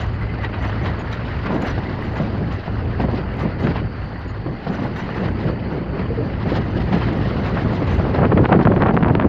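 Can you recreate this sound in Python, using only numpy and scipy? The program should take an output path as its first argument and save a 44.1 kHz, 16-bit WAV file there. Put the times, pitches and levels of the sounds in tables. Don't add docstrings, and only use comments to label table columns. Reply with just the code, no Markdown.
import sys
import numpy as np
from scipy import signal
from scipy.io import wavfile
from scipy.ndimage import uniform_filter1d, minimum_filter1d

SR = 44100
rng = np.random.default_rng(int(sys.argv[2]) if len(sys.argv) > 2 else 0)


def put_to_file(sound):
    columns = np.atleast_2d(sound).T
    safe = np.clip(columns, -1, 1)
    whole_steps = np.round(safe * 32767)
    wavfile.write(sys.argv[1], SR, whole_steps.astype(np.int16))


def elevation(decibels):
    levels = np.asarray(decibels, float)
    return 10 ** (levels / 20)


N = 409248

# (time [s], drone level [dB], wind level [dB], tyre roar level [dB], gravel hiss level [dB])
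RIDE_LEVELS = [(0, -22, -34.5, -40, -58), (0.4, -25, -30, -37.5, -57.5), (0.9, -24, -30.5, -35.5, -52.5),
               (1.4, -25.5, -30.5, -35, -51), (2, -27, -28, -36, -51.5), (2.6, -25, -28, -38, -53.5),
               (3.3, -23, -29, -37.5, -58.5), (3.75, -24, -31, -41.5, -61.5), (4, -29.5, -34, -39, -57.5),
               (4.4, -26, -33.5, -41.5, -60), (4.9, -30, -28, -39, -54.5), (5.5, -26, -27, -37.5, -59.5),
               (6, -26.5, -26.5, -40, -61.5), (6.5, -23.5, -27.5, -36.5, -53.5),
               (7, -25.5, -23.5, -34.5, -48.5), (7.25, -22.5, -23.5, -34.5, -48.5),
               (7.6, -25.5, -23, -33.5, -48.5), (8, -19, -22, -36.5, -51.5), (8.3, -20, -20.5, -39, -56),
               (8.8, -23, -21.5, -41, -58), (9.28, -23.5, -21, -43.5, -62.5)]
# (time [s], fall [dB], width at half the fall [s])
WIND_LULLS = [(2.634, 9, 0.072), (3.261, 2, 0.062), (4.43, 4.5, 0.023), (4.587, 3.5, 0.25),
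              (5.586, 2, 0.051), (8.006, 10, 0.015), (8.278, 8.5, 0.017), (8.35, 9, 0.011),
              (8.47, 16.5, 0.02), (8.584, 5.5, .007), (8.639, 11, 0.021), (8.761, 10.5, 0.017),
              (9.146, 4.5, 0.013), (9.182, 1.5, 0.036), (9.28, 11, 0.013)]
# (time [s], rise [dB], width at half the rise [s])
TORN_BURSTS = [(8.154, 8.5, 0.023), (8.189, 12, 0.028), (8.237, 16, 0.056), (8.324, 21.5, 0.013),
               (8.386, 9.5, 0.045), (8.397, 10, 0.005), (8.444, 16, 0.014), (8.465, 25, 0.014),
               (8.494, 16.5, 0.014), (8.53, 21, 0.04), (8.554, 12, 0.026), (8.599, 13, 0.0076),
               (8.62, 16.5, 0.036), (8.66, 19.5, 0.0073), (8.673, 25.5, 0.0087), (8.722, 13.5, 0.012),
               (8.739, 12, 0.0074), (8.772, 14.5, 0.011), (8.78, 10.5, 0.0074), (8.824, 19, 0.027),
               (8.869, 17, 0.03), (8.889, 18, 0.036), (8.91, 17, 0.0073), (8.943, 12.5, 0.01),
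               (8.977, 16, 0.016), (9.009, 11.5, 0.012), (9.028, 11.5, 0.012), (9.046, 16.5, 0.0025),
               (9.06, 18, 0.0056), (9.074, 11.5, 0.0042), (9.085, 12.5, 0.0073), (9.107, 17, 0.012),
               (9.153, 13.5, 0.012), (9.204, 10.5, 0.004), (9.216, 11, 0.0071), (9.235, 11, 0.003),
               (9.247, 13.5, 0.0093)]


def evened(x):
    return x / np.sqrt(np.mean(x ** 2) + 1e-20)


def passed(x, order, hz, kind="band"):
    return signal.sosfilt(signal.butter(order, hz, kind, fs=SR, output="sos"), x)


def band_level(x, lo_hz, hi_hz):
    band = passed(x, 4, [lo_hz, hi_hz])
    return x / np.sqrt(np.mean(band ** 2))


def ride(column):
    rows = np.array(RIDE_LEVELS)
    return np.interp(np.arange(N) / SR, rows[:, 0], rows[:, column])


def colour(points):
    hz = np.fft.fftfreq(8192, 1 / SR)
    f, db = np.transpose([(5, -90)] + list(points) + [(SR / 2, -90)])
    gain_db = np.interp(np.log(abs(hz) + 1), np.log(f), db)
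    log_gain = np.log(elevation(np.maximum(gain_db, -100)))
    minimum_phase = np.exp(np.conj(signal.hilbert(log_gain)))
    return np.fft.ifft(minimum_phase).real[:4096]


def through(x, points):
    return signal.oaconvolve(x, colour(points))[:N]


def wander(hz):
    return evened(passed(rng.standard_normal(N), 2, hz, "low"))


def grains(per_s, spread_db):
    size = elevation(spread_db * np.minimum(rng.exponential(1, N), 4))
    return size * rng.choice([-1., 1.], N) * (rng.random(N) < per_s / SR)


def patchy(x, depth_db):
    z = signal.stft(x, nperseg=512)[2]
    patches = rng.standard_normal(z.T.shape).T
    patches = uniform_filter1d(patches, size=3, axis=0)
    patches = evened(uniform_filter1d(patches, size=6, axis=1))
    return signal.istft(z * elevation(depth_db * patches), nperseg=512)[1][:N]


def swells(s, rise_db, length, lead=1):
    t = np.arange(0, N + 64, 64) / SR
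    late = t - s[:, None]
    skew = np.where(late < 0, lead, 2 - lead)
    bells = rise_db[:, None] * .5 ** ((2 * late / length[:, None] / skew) ** 2)
    return np.interp(np.arange(N) / SR, t, bells.max(axis=0))


def lulls():
    return swells(*np.transpose(WIND_LULLS))


def buffets():
    return swells(*np.transpose(TORN_BURSTS))


def buffeting():
    return np.clip((ride(column=2) + 23.5) / 2.0, 0, 1)


def jolts(column):
    # (time [s], width at half the rise [s],
    # rise of the roar [dB], rise of the hiss [dB], rise of the rattle [dB])
    rough_spots = [(0.008, 0.064, 10.5, 16.5, 24.5), (0.442, 0.025, 8.5, 13.5, 16),
                   (0.539, 0.021, 6, 2.5, -3), (0.652, 0.12, 5.5, 5.5, 15), (0.856, 0.074, 7, 7.5, 13),
                   (1.129, 0.029, 3.5, 7, 21.5), (1.465, 0.017, 7, 7.5, 8.5), (1.54, 0.072, 3.5, 5, 9),
                   (1.627, 0.027, 4.5, 4.5, 17.5), (1.671, 0.062, 6, 7, 12.5), (1.7, 0.03, -5, 6.5, 19.5),
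                   (2.05, 0.085, 0.5, 2, 9.5), (2.175, 0.048, 6, 6, 14.5), (2.529, 0.038, 4, 1.5, 13.5),
                   (3.009, 0.036, 6.5, 12, 16), (3.138, 0.091, 1.5, 9.5, 10), (3.398, 0.081, 6, 10, 18.5),
                   (3.647, 0.15, 9, 14, 18), (3.767, 0.057, 11, 14.5, 10), (4.09, 0.058, 2, -6, 3),
                   (4.68, 0.024, 0, 10.5, 3), (4.733, 0.1, 5.5, 7, 15), (4.819, 0.057, 6, 7.5, 13.5),
                   (4.964, 0.016, 7, 10.5, 15), (4.991, 0.074, 6, 7.5, 18.5), (5.104, 0.03, 6.5, 7.5, 4),
                   (5.195, 0.14, 5.5, 8.5, 11.5), (5.284, 0.013, 9, -1.5, 16), (5.435, 0.12, 3, 10.5, 11),
                   (5.725, 0.081, 2.5, 6.5, 10), (5.989, 0.074, 5, 11, 7), (6.336, 0.014, 4, 8.5, -1),
                   (6.503, 0.075, 5, 8.5, 9), (6.562, 0.034, 7, 11.5, 15), (6.763, 0.023, 4, 4.5, -0.5),
                   (6.806, 0.025, 2, 5, 2), (6.935, 0.041, 5, 6.5, 7), (6.981, 0.01, 3, -0.5, 17),
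                   (7.021, 0.033, 5, 5, 4), (7.088, 0.017, 4.5, 3.5, 6.5), (7.456, 0.03, 4.5, 2.5, 7),
                   (7.482, 0.02, 5, 2, 10), (7.574, 0.019, 7, 0.5, 3), (7.729, 0.077, 3.5, 4.5, 8),
                   (7.919, 0.11, 5.5, 6, 14), (8.157, 0.046, 7.5, 11, 9), (8.63, 0.025, 3, 8, 7),
                   (8.943, 0.018, 7, 13, 14.5)]
    rows = np.transpose(rough_spots)
    return swells(rows[0], rows[column], rows[1], lead=0.69)


def gusts(lumps):
    # (time [s], rise [dB], width at half the rise [s])
    wind_swells = [(0.821, 4, 0.13), (1.55, 8, 0.16), (2.223, 6, 0.055), (2.388, 1.5, 0.04),
                   (2.412, 6, 0.058), (2.843, 3.5, 0.03), (3.027, 8, 0.071), (3.142, 13, 0.0097),
                   (3.194, 8.5, 0.031), (3.447, 7, 0.12), (3.666, 12, 0.12), (3.822, 6.5, 0.038),
                   (4.492, 8.5, 0.12), (4.717, 8, 0.077), (4.824, 3, 0.13), (5.235, 6.5, 0.089),
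                   (5.476, 6, 0.098), (5.758, 5, 0.054), (6.221, 6.5, 0.025), (6.268, 3.5, 0.027),
                   (6.474, 8, 0.028), (6.524, 11, 0.032), (6.578, 7.5, 0.07), (6.772, 4, 0.053),
                   (6.945, 7.5, 0.061), (7.026, 2, 0.018), (7.098, 2, 0.055), (7.346, 1, 0.055),
                   (8.008, 0.5, 0.07), (8.09, 4.5, 0.011), (8.262, 2, 0.1), (8.396, 5, 0.066),
                   (8.584, -1, 0.063), (8.591, 5.5, 0.027), (8.65, 9, 0.011), (8.704, 7.5, 0.024),
                   (8.757, 7.5, 0.04), (8.951, 6.5, 0.019), (9.113, 7.5, 0.023), (9.143, 7, 0.01),
                   (9.252, 4.5, 0.037)]
    # (frequency [Hz], relative density [dB per Hz])
    wind_spectrum = [(40, -47.5), (60, -16.5), (130, -1), (190, 0), (240, -3), (340, -7), (395, -8),
                     (430, -9.5), (460, -10), (560, -13.5), (800, -21), (1300, -37.5), (3000, -74.5)]
    # (frequency [Hz], relative density [dB per Hz])
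    crackle_spectrum = [(300, 5.5), (700, 17.5), (1300, 8), (2300, -5), (3200, -17), (4200, -35.5),
                        (5500, -62), (7500, -72)]
    buffets_db, lulls_db = buffets(), lulls()
    level_db = ride(column=2) + swells(*np.transpose(wind_swells), lead=0.91)
    level_db = level_db - lulls_db + 0.29 * buffets_db

    air = rng.standard_normal(N) * elevation(0.18 * lumps + wander(47.0))
    eddies = evened(grains(260, 1.7))
    air = air + 1.19 * eddies * elevation(0.26 * (level_db + 8.0))
    steady = air / np.sqrt(uniform_filter1d(air ** 2, 8000))
    wind = elevation(level_db) * band_level(through(steady, wind_spectrum), 140, 880)

    torn = evened(grains(1500, 2.4)) + 1.5 * rng.standard_normal(N)
    torn = through(torn * elevation(2.0 * wander(27.0)), crackle_spectrum)
    crackle_gain = np.sqrt(buffeting()) * elevation(-43 + buffets_db - lulls_db)
    return wind + crackle_gain * band_level(torn, 1130, 2600)


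def slaps():
    hard_slaps = list([(0.437, -25, -9), (0.446, -20, 2), (1.505, -19, -18), (2.755, -26, -15),
                       (3.002, -16.5, -6), (3.67, -13, -19), (3.757, -14, -9), (5.09, -16.5, -16),
                       (5.285, -18.5, -12), (7.57, -17.5, -14), (8.112, -19, -17.5), (8.146, -16, -19.5),
                       (8.319, -8, -22), (8.374, -12, -28), (8.442, -17.5, -27), (8.591, -15, -24),
                       (8.652, -12, -29), (8.764, -11.5, -30), (8.821, -11, -20), (9.196, -13, -29),
                       (9.222, -11, -21.5)])
    fade_s, tail_share, tail_s = 0.0012, .3, .012
    out, t = np.zeros(N + 2000), np.arange(1500) / SR
    buffets_db = buffets()
    chance = np.flatnonzero(rng.random(N) < 30 / SR * np.minimum(buffets_db / 10, 1))
    flurry = [(k / SR, -18 + .5 * (buffets_db[k] - 18.5), -31.5) for k in chance]
    every_slap = hard_slaps + flurry
    fade = np.exp(-t / fade_s) + tail_share * np.exp(-t / tail_s)
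    onset = np.minimum(t / 0.00035, 1)
    noise = rng.standard_normal((len(every_slap), 1500))
    for (s, db, treble_db), row in zip(every_slap, noise):
        rush = row * fade * onset + 1.4 * (t == 0)
        body = passed(rush, 3, [250., 1500.])
        edge = passed(rush, 2, [1400., 2700.])
        puff = body / abs(body).max() + elevation(treble_db) * edge / abs(edge).max()
        out[round(s * SR):][:1500] += elevation(db) * puff
    return passed(out[:N], 6, 4500., "low")


def spikes():
    # (time of the peak [s], peak level [dB], nominal width [ms], push 1 or pull -1)
    pressure_spikes = [(8.153, -12, 0.42, -1), (8.158, -19.0, 0.22, 1), (8.1898, -22, 0.28, 1),
                       (8.211, -16, 0.29, 1), (8.222, -11, 0.37, 1), (8.228, -22, 0.3, 1),
                       (8.244, -13, 0.28, 1), (8.2504, -9, 0.31, -1), (8.2545, -9.5, 0.25, 1),
                       (8.27, -4, 1.4, 1), (8.3215, 2, 0.49, 1), (8.326, -23, 0.36, -1),
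                       (8.348, -6, 2.8, -1), (8.3789, -13.5, 0.29, 1), (8.3819, -15, 0.34, -1),
                       (8.3849, -17, 0.32, -1), (8.4105, -5, 3.1, 1), (8.4226, -13, 1.8, -1),
                       (8.446, -14, 0.24, -1), (8.454, -7.5, 0.22, -1), (8.4583, -2, 0.27, 1),
                       (8.46, -5, 0.92, -1), (8.5001, -5, 0.71, -1), (8.5168, -20, 0.28, 1),
                       (8.526, -8.5, 0.19, 1), (8.5287, -2, 0.25, 1), (8.533, -11, 0.41, -1),
                       (8.54, -14, 0.28, -1), (8.543, -23, 0.24, -1), (8.5528, -22, 0.43, 1),
                       (8.5607, -17, 0.3, 1), (8.574, -9, 1.4, -1), (8.5921, -22, 0.35, -1),
                       (8.606, -19.2, 0.27, 1), (8.613, -12, 0.25, 1), (8.6528, -11.5, 0.19, -1),
                       (8.6585, -11, 0.31, 1), (8.673, -13, 0.32, -1), (8.6838, -5, 1.9, -1),
                       (8.716, -3.5, 0.75, 1), (8.7206, -7.5, 0.31, 1), (8.725, -17.5, 0.28, -1),
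                       (8.731, -6, 1.3, -1), (8.7632, -11, 0.25, 1), (8.7675, -4, 1.6, -1),
                       (8.7786, -14, 0.32, 1), (8.787, -10, 2.7, -1), (8.8188, -18, 0.31, 1),
                       (8.823, -5, 0.22, 1), (8.8282, -18, 0.22, 1), (8.836, -5, 0.31, -1),
                       (8.8465, -16, 0.32, 1), (8.8616, -4, 0.34, -1), (8.8669, -21, 0.18, -1),
                       (8.872, -15, 0.22, -1), (8.8757, -22, 0.26, -1), (8.8849, -11.5, 0.29, 1),
                       (8.8883, -12, 0.25, -1), (8.893, -16, 0.31, 1), (8.8974, -11, 0.4, 1),
                       (8.9396, -15, 1.4, -1), (8.943, -11, 1, 1), (8.9678, -7, 0.24, 1),
                       (8.9747, 1, 0.34, 1), (9.0121, -12, 1.4, -1), (9.0277, -9, 0.25, 1),
                       (9.032, -12.5, 0.2, 1), (9.035, -7, 0.29, 1), (9.047, -5, 0.3, 1),
                       (9.059, -20, 0.31, 1), (9.071, -9.5, 0.43, 1), (9.0808, -12, 0.37, 1),
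                       (9.0845, -16, 0.18, 1), (9.0995, -11, 0.31, 1), (9.1164, -15, 2.0, 1),
                       (9.118, -5, 2.4, -1), (9.1523, -5, 0.21, 1), (9.154, -3, 0.96, 1),
                       (9.1558, -7, 0.91, -1), (9.1996, -5, 0.25, 1), (9.2124, -12, 0.24, 1),
                       (9.226, -15, 0.31, 1), (9.2535, -1, 1.4, 1), (9.261, -4, 1.7, -1)]
    dip = 0.26
    out, t_ms = np.zeros(N + 800), np.arange(-400, 400) / SR * 1000
    for s, db, width_ms, push in pressure_spikes:
        u = 2 * t_ms / width_ms
        shape = (.5 ** u ** 2 - dip * .5 ** (u / 3) ** 2) / (1 - dip)
        out[round(s * SR) - 400:][:800] += np.sign(push) * elevation(db) * shape
    return out[:N]


def swoops():
    # (time [s], level at the start [dB], from pitch [Hz], to pitch [Hz], length [s])
    eddies = [(8.243, -12.5, 520, 170, .036), (8.288, -14.5, 200, 110, .022), (8.326, -16, 462, 110, .03),
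              (8.383, -13, 480, 109, .052), (8.54, -12, 600, 129.5, .044), (8.585, -13, 170, 230, .028),
              (8.648, -12.5, 260, 100, 0.0244), (8.672, -13.5, 398, 109, .026),
              (8.758, -11, 220, 120, 0.02), (8.78, -12.5, 170, 110, .022), (9.012, -13, 110, 250, .028),
              (9.168, -13.5, 170, 110, .022)]
    pitch_wobble, rough_db = .2, 3
    out, shake = np.zeros(N), wander(90.)
    for s, db, from_hz, to_hz, length in eddies:
        start = round(s * SR)
        u = np.linspace(0, 1, round(length * SR))
        hz = from_hz * (to_hz / from_hz) ** u
        hz = hz * (1 + pitch_wobble * shake[start:][:len(u)])
        gain = elevation(db + 3.9 * u + rough_db * shake[::-1][start:][:len(u)])
        cycles = np.sin(2 * np.pi * np.cumsum(hz) / SR)
        out[start:][:len(u)] += gain * cycles * signal.windows.tukey(len(u), .5)
    return out


def drone():
    # (frequency [Hz], width [Hz], relative level [dB])
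    booms = [(57.06, 23, 4), (83.45, 30, 1.5), (105.04, 36.8, 6)]
    t, out = np.arange(N) / SR, np.zeros(N)
    for hz, width, db in booms:
        r = np.exp(-np.pi * width / SR)
        z = rng.standard_normal(N) + 1j * rng.standard_normal(N)
        for _ in range(2):
            z = signal.lfilter([1 - r], [1, -r], z)
        z = z / (abs(z) + 0.43 * abs(z).mean())
        boom = evened((z * np.exp(2j * np.pi * hz * t)).real)
        out += elevation(db - 4 * (hz < 70) * buffeting()) * boom
    waver_db = 2 * wander(6.3)
    level_db = ride(column=1) - .7 * lulls() + waver_db
    return elevation(level_db) * band_level(out, 31, 220)


def tyres(lumps):
    # (frequency [Hz], relative density [dB per Hz])
    roar_spectrum = [(150, -3.5), (400, 2), (800, 6), (1400, 3.5), (2000, 2), (2300, -5), (3000, -7),
                     (3500, -21), (5000, -41.5)]
    # (frequency [Hz], relative density [dB per Hz])
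    hiss_spectrum = [(1500, -12), (2900, 0.5), (3600, -0.5), (4100, 0.5), (4700, -5), (5300, -7.5),
                     (5700, -21), (7200, -32.5), (8000, -40), (14000, -39), (14600, -30), (15600, -29.5)]
    jolt = wander(32.0)
    roar = rng.standard_normal(N) + 0.39 * evened(grains(500, 0.92))
    roar = roar * elevation(0.9 * lumps + 0.5 * jolt + 0.81 * wander(43.0))
    roar = patchy(through(roar, roar_spectrum), depth_db=2)
    hiss = rng.standard_normal(N) + 0.5 * evened(grains(2200, 1.8))
    hiss = through(hiss * elevation(1.2 * lumps + 2.5 * jolt), hiss_spectrum)
    roar_db = ride(column=3) + jolts(column=2)
    hiss_db = ride(column=4) + jolts(column=3) + 0.14 * buffets()
    return elevation(roar_db) * band_level(roar, 788, 4600) + elevation(hiss_db) * band_level(hiss, 2910, 7200)


def grit():
    # (time [s], level [dB], frequency [Hz], length [s])
    clear_scrapes = [(0.434, -38.5, 900, .025), (0.606, -36.5, 840, .03), (1.536, -35.5, 798, .025),
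                     (1.654, -31.5, 720, .03), (3.006, -38, 1904, 0.017), (3.323, -41, 1334, 0.018),
                     (3.33, -38.5, 2265, .02), (3.362, -37, 844, 0.016), (4.732, -36.5, 1503, 0.022),
                     (4.853, -37, 1480, 0.028), (6.766, -44, 2910, .025), (6.8, -45, 1970, .025),
                     (6.805, -40, 2710, 0.023), (6.94, -43, 2580, 0.011), (6.964, -37.5, 2575, .025),
                     (7.015, -43.5, 3110, 0.027), (7.077, -40, 1964, 0.026), (7.169, -38.5, 1890, .03),
                     (7.299, -38, 1287, 0.022)]
    out, stones, kind = np.zeros(N), grains(260, 2.6), rng.integers(12, size=N)
    for k, hz in enumerate(np.geomspace(600, 3240, num=12)):
        t = np.arange(round(9 / hz * SR)) / SR
        envelope = np.sin(np.pi * (t / t[-1]) ** .6) ** 2
        ring = np.sin(2 * np.pi * hz * t) * envelope * (hz / 1000) ** -.3
        out += signal.oaconvolve(stones * (kind == k), ring)[:N]
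    out = elevation(-8 + ride(column=3) + jolts(column=2)) * evened(out)
    noise = rng.standard_normal((len(clear_scrapes), 2000))
    for (s, db, hz, length), row in zip(clear_scrapes, noise):
        t = np.arange(round(length * SR)) / SR
        fuzz = 1 + .5 * evened(uniform_filter1d(row, size=200))[:len(t)]
        tone = np.sqrt(2) * np.sin(2 * np.pi * hz * t) * np.hanning(len(t))
        out[round(s * SR):][:len(t)] += elevation(db) * fuzz * tone
    return out


def thumps():
    # (time [s], level before a common trim [dB], middle pitch [Hz])
    knocks = [(1.5, -8.5, 200), (1.523, -7, 189), (1.555, -7, 265), (1.583, -13, 149), (1.63, -10, 200),
              (1.775, -7.5, 110), (2.198, -6.5, 162), (2.348, -13.5, 175), (2.394, -20, 183),
              (2.675, -9.5, 157), (2.998, -6, 300), (3.037, -5.5, 218), (3.083, -6.5, 117),
              (3.131, -10.5, 310), (3.417, -12, 148), (3.451, -11, 193), (3.639, -10, 163),
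              (4.461, -12, 276), (4.666, -6.5, 164.5), (4.698, -10, 163), (4.785, -9, 196),
              (4.818, -9.5, 264), (4.848, -5.5, 124), (5.715, -13, 173), (5.992, -8, 185),
              (6.455, -8.5, 179), (6.512, -16, 161.4), (6.561, -7, 170), (6.875, -13.5, 171),
              (6.928, -9.5, 194), (7.721, -11, 193), (7.819, -8, 275), (7.996, -4.5, 168),
              (8.051, -5.5, 151), (8.081, -16, 177)]
    sag, sag_s, t60_s = 0.37, 0.017, 0.16
    out, t = np.zeros(N + 3000), np.arange(3000) / SR
    noise = passed(rng.standard_normal((len(knocks), 3000)), 2, [250., 800.])
    turns = np.cumsum(1 + sag * (np.exp(-t / sag_s) - .5)) / SR
    for (s, db, hz), row in zip(knocks, noise):
        panel = elevation(db - 6.5 - 60 * t / t60_s) * np.sin(2 * np.pi * hz * turns)
        panel = panel * np.minimum(t / 0.005, 1)
        clatter = elevation(db - 9.5 - 20 * t / .06) * evened(row) * np.minimum(t / 0.0012, 1) / 2
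        out[round(s * SR):][:3000] += (panel + clatter) * np.linspace(1, 0, 3000)
    return passed(out[:N], 4, 3000., "low")


def squeaks():
    # (time [s], level [dB], middle pitch [Hz], length [s], fall of pitch [share])
    rubs = [(.06, -75, 6700, .05, .01), (.13, -74, 6750, 0.042, .01), (.212, -43.5, 2050, 0.056, -.03),
            (.29, -43, 2060, 0.055, .01), (.394, -42, 2060, 0.035, -.03), (.434, -35, 1920, 0.04, .01),
            (.605, -39, 1950, .03, .02), (0.447, -51, 3850, 0.028, .01), (.54, -53, 3850, 0.036, .02),
            (.865, -53, 3850, 0.03, .01), (.99, -60, 6710, 0.039, .01), (4.278, -66, 6740, .045, .005),
            (5.93, -34, 395, 0.05, -.06), (6.102, -28, 455, 0.042, .1), (6.174, -24.5, 450, 0.05, .06)]
    out, shake = np.zeros(N), wander(120.)
    for s, db, hz, length, fall in rubs:
        start = round(s * SR)
        t = np.arange(round(length * SR)) / SR
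        sag = 1 - fall * (t / length - .5) + .008 * shake[start:][:len(t)]
        grip = elevation(2.6 * min(hz / 2000, 1) * shake[::-1][start:][:len(t)])
        tone = np.sqrt(2) * np.sin(2 * np.pi * np.cumsum(hz * sag) / SR)
        envelope = np.minimum(t / .003, 1) * np.sqrt(2 * (1 - t / length))
        out[start:][:len(t)] += elevation(db) * grip * tone * envelope
    return out


def rattles():
    # (frequency [Hz], relative level [dB], decay by 60 dB [s])
    modes = [(3800, 5, 0.046), (5890, 6.5, 0.021), (6230, 1.5, 0.019), (6460, -11, 0.02),
             (6770, -2.5, 0.034), (7070, -1.5, 0.015), (7550, -7.5, 0.014), (14300, -6, .012),
             (14900, -16, .015), (15300, -13.5, .012)]
    t, out = np.arange(3000) / SR, np.zeros(N)
    for hz, db, t60 in modes:
        ring = elevation(db - 60 * t / t60) * np.sin(2 * np.pi * hz * t) * np.minimum(t / .0015, 1)
        blows = grains(170, 2.0) * elevation(3.1 * wander(23.0))
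        out += signal.oaconvolve(blows, ring)[:N]
    level_db = -76.5 + (ride(column=4) + 56.0) + jolts(column=4)
    return elevation(level_db) * band_level(out, 4500, 9700)


def wide_clicks():
    # (time [s], peak level [dB])
    sharp_clicks = [(0.214, -58), (0.331, -59.5), (0.43, -59), (0.565, -61.5), (0.6678, -57),
                    (0.8706, -61.5), (1.121, -54.5), (1.4396, -62), (1.62, -52), (1.669, -50.5),
                    (2.023, -55), (2.14, -57), (2.485, -62.5), (2.544, -57), (3.397, -58), (3.4276, -53),
                    (3.6034, -56.5), (4.028, -63), (4.04, -60.5), (4.191, -59.5), (4.8366, -58),
                    (4.9693, -54), (5.156, -62), (5.3207, -60.5), (6.9535, -60.5), (7.95, -52.5),
                    (8.975, -59.5)]
    out, t = np.zeros(N), np.arange(3000) / SR
    noise = rng.standard_normal((len(sharp_clicks), 3000)) * np.exp(-t / 0.0073)
    for (s, db), click in zip(sharp_clicks, passed(noise, 3, [7000., 15000.])):
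        part = out[round(s * SR):][:3000]
        part += elevation(db) * click[:len(part)] / abs(click).max()
    return out


def sway():
    throb = evened(passed(rng.standard_normal(N), 2, [16., 28.]))
    return elevation(-45.5 - 4 * buffeting()) * throb


def whoosh(lumps):
    # (frequency [Hz], relative density [dB per Hz])
    high_bands = [(2200, -9.5), (2900, -3), (3250, -5.5), (3600, -17), (3900, -5), (4200, 4), (4600, 8.5),
                  (5000, -4), (5300, -12.5), (5800, -32), (8000, -37.5), (15600, -37.5)]
    hiss = patchy(through(rng.standard_normal(N), high_bands), depth_db=2.8)
    shift_db = buffeting() * (0.7 * (ride(column=4) + 57.0) - 4.5)
    return elevation(-57 + shift_db + 0.53 * lumps) * evened(hiss)


def treble_blips():
    # (time [s], level [dB])
    faint_blips = [(8.0132, -58), (8.074, -53), (8.2132, -59), (8.2332, -48), (8.333, -53.5), (8.3734, -51),
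                   (8.6532, -45), (8.7146, -51), (8.9331, -58), (9.0329, -53), (9.1331, -58)]
    blip_hz, blip_s = 12000, .0005
    out, t = np.zeros(N), np.arange(60) / SR
    blip = np.sin(2 * np.pi * blip_hz * t) * np.exp(-(2 * (t - blip_s) / blip_s) ** 2)
    for s, db in faint_blips:
        out[round(s * SR):][:60] += elevation(db) * blip
    return out


def scene():
    lumps = wander(11.0)
    low = passed(drone() + gusts(lumps) + spikes(), 4, 46., "high")
    air = slaps() + swoops()
    road = tyres(lumps) + grit() + thumps()
    loose_parts = squeaks() + rattles()
    background = wide_clicks() + sway() + whoosh(lumps) + treble_blips()
    return (low + air + road + loose_parts + background)[None]


def low_pass(x):
    return signal.sosfilt(signal.butter(12, 15700, fs=SR, output="sos"), x)


def record(dry):
    room_left = np.minimum(.77 / (abs(dry) + 1e-9), 1)
    gain = uniform_filter1d(minimum_filter1d(room_left, size=161), size=160)
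    held = dry * gain
    return low_pass(held)


dry = scene()
out = record(dry)
put_to_file(out)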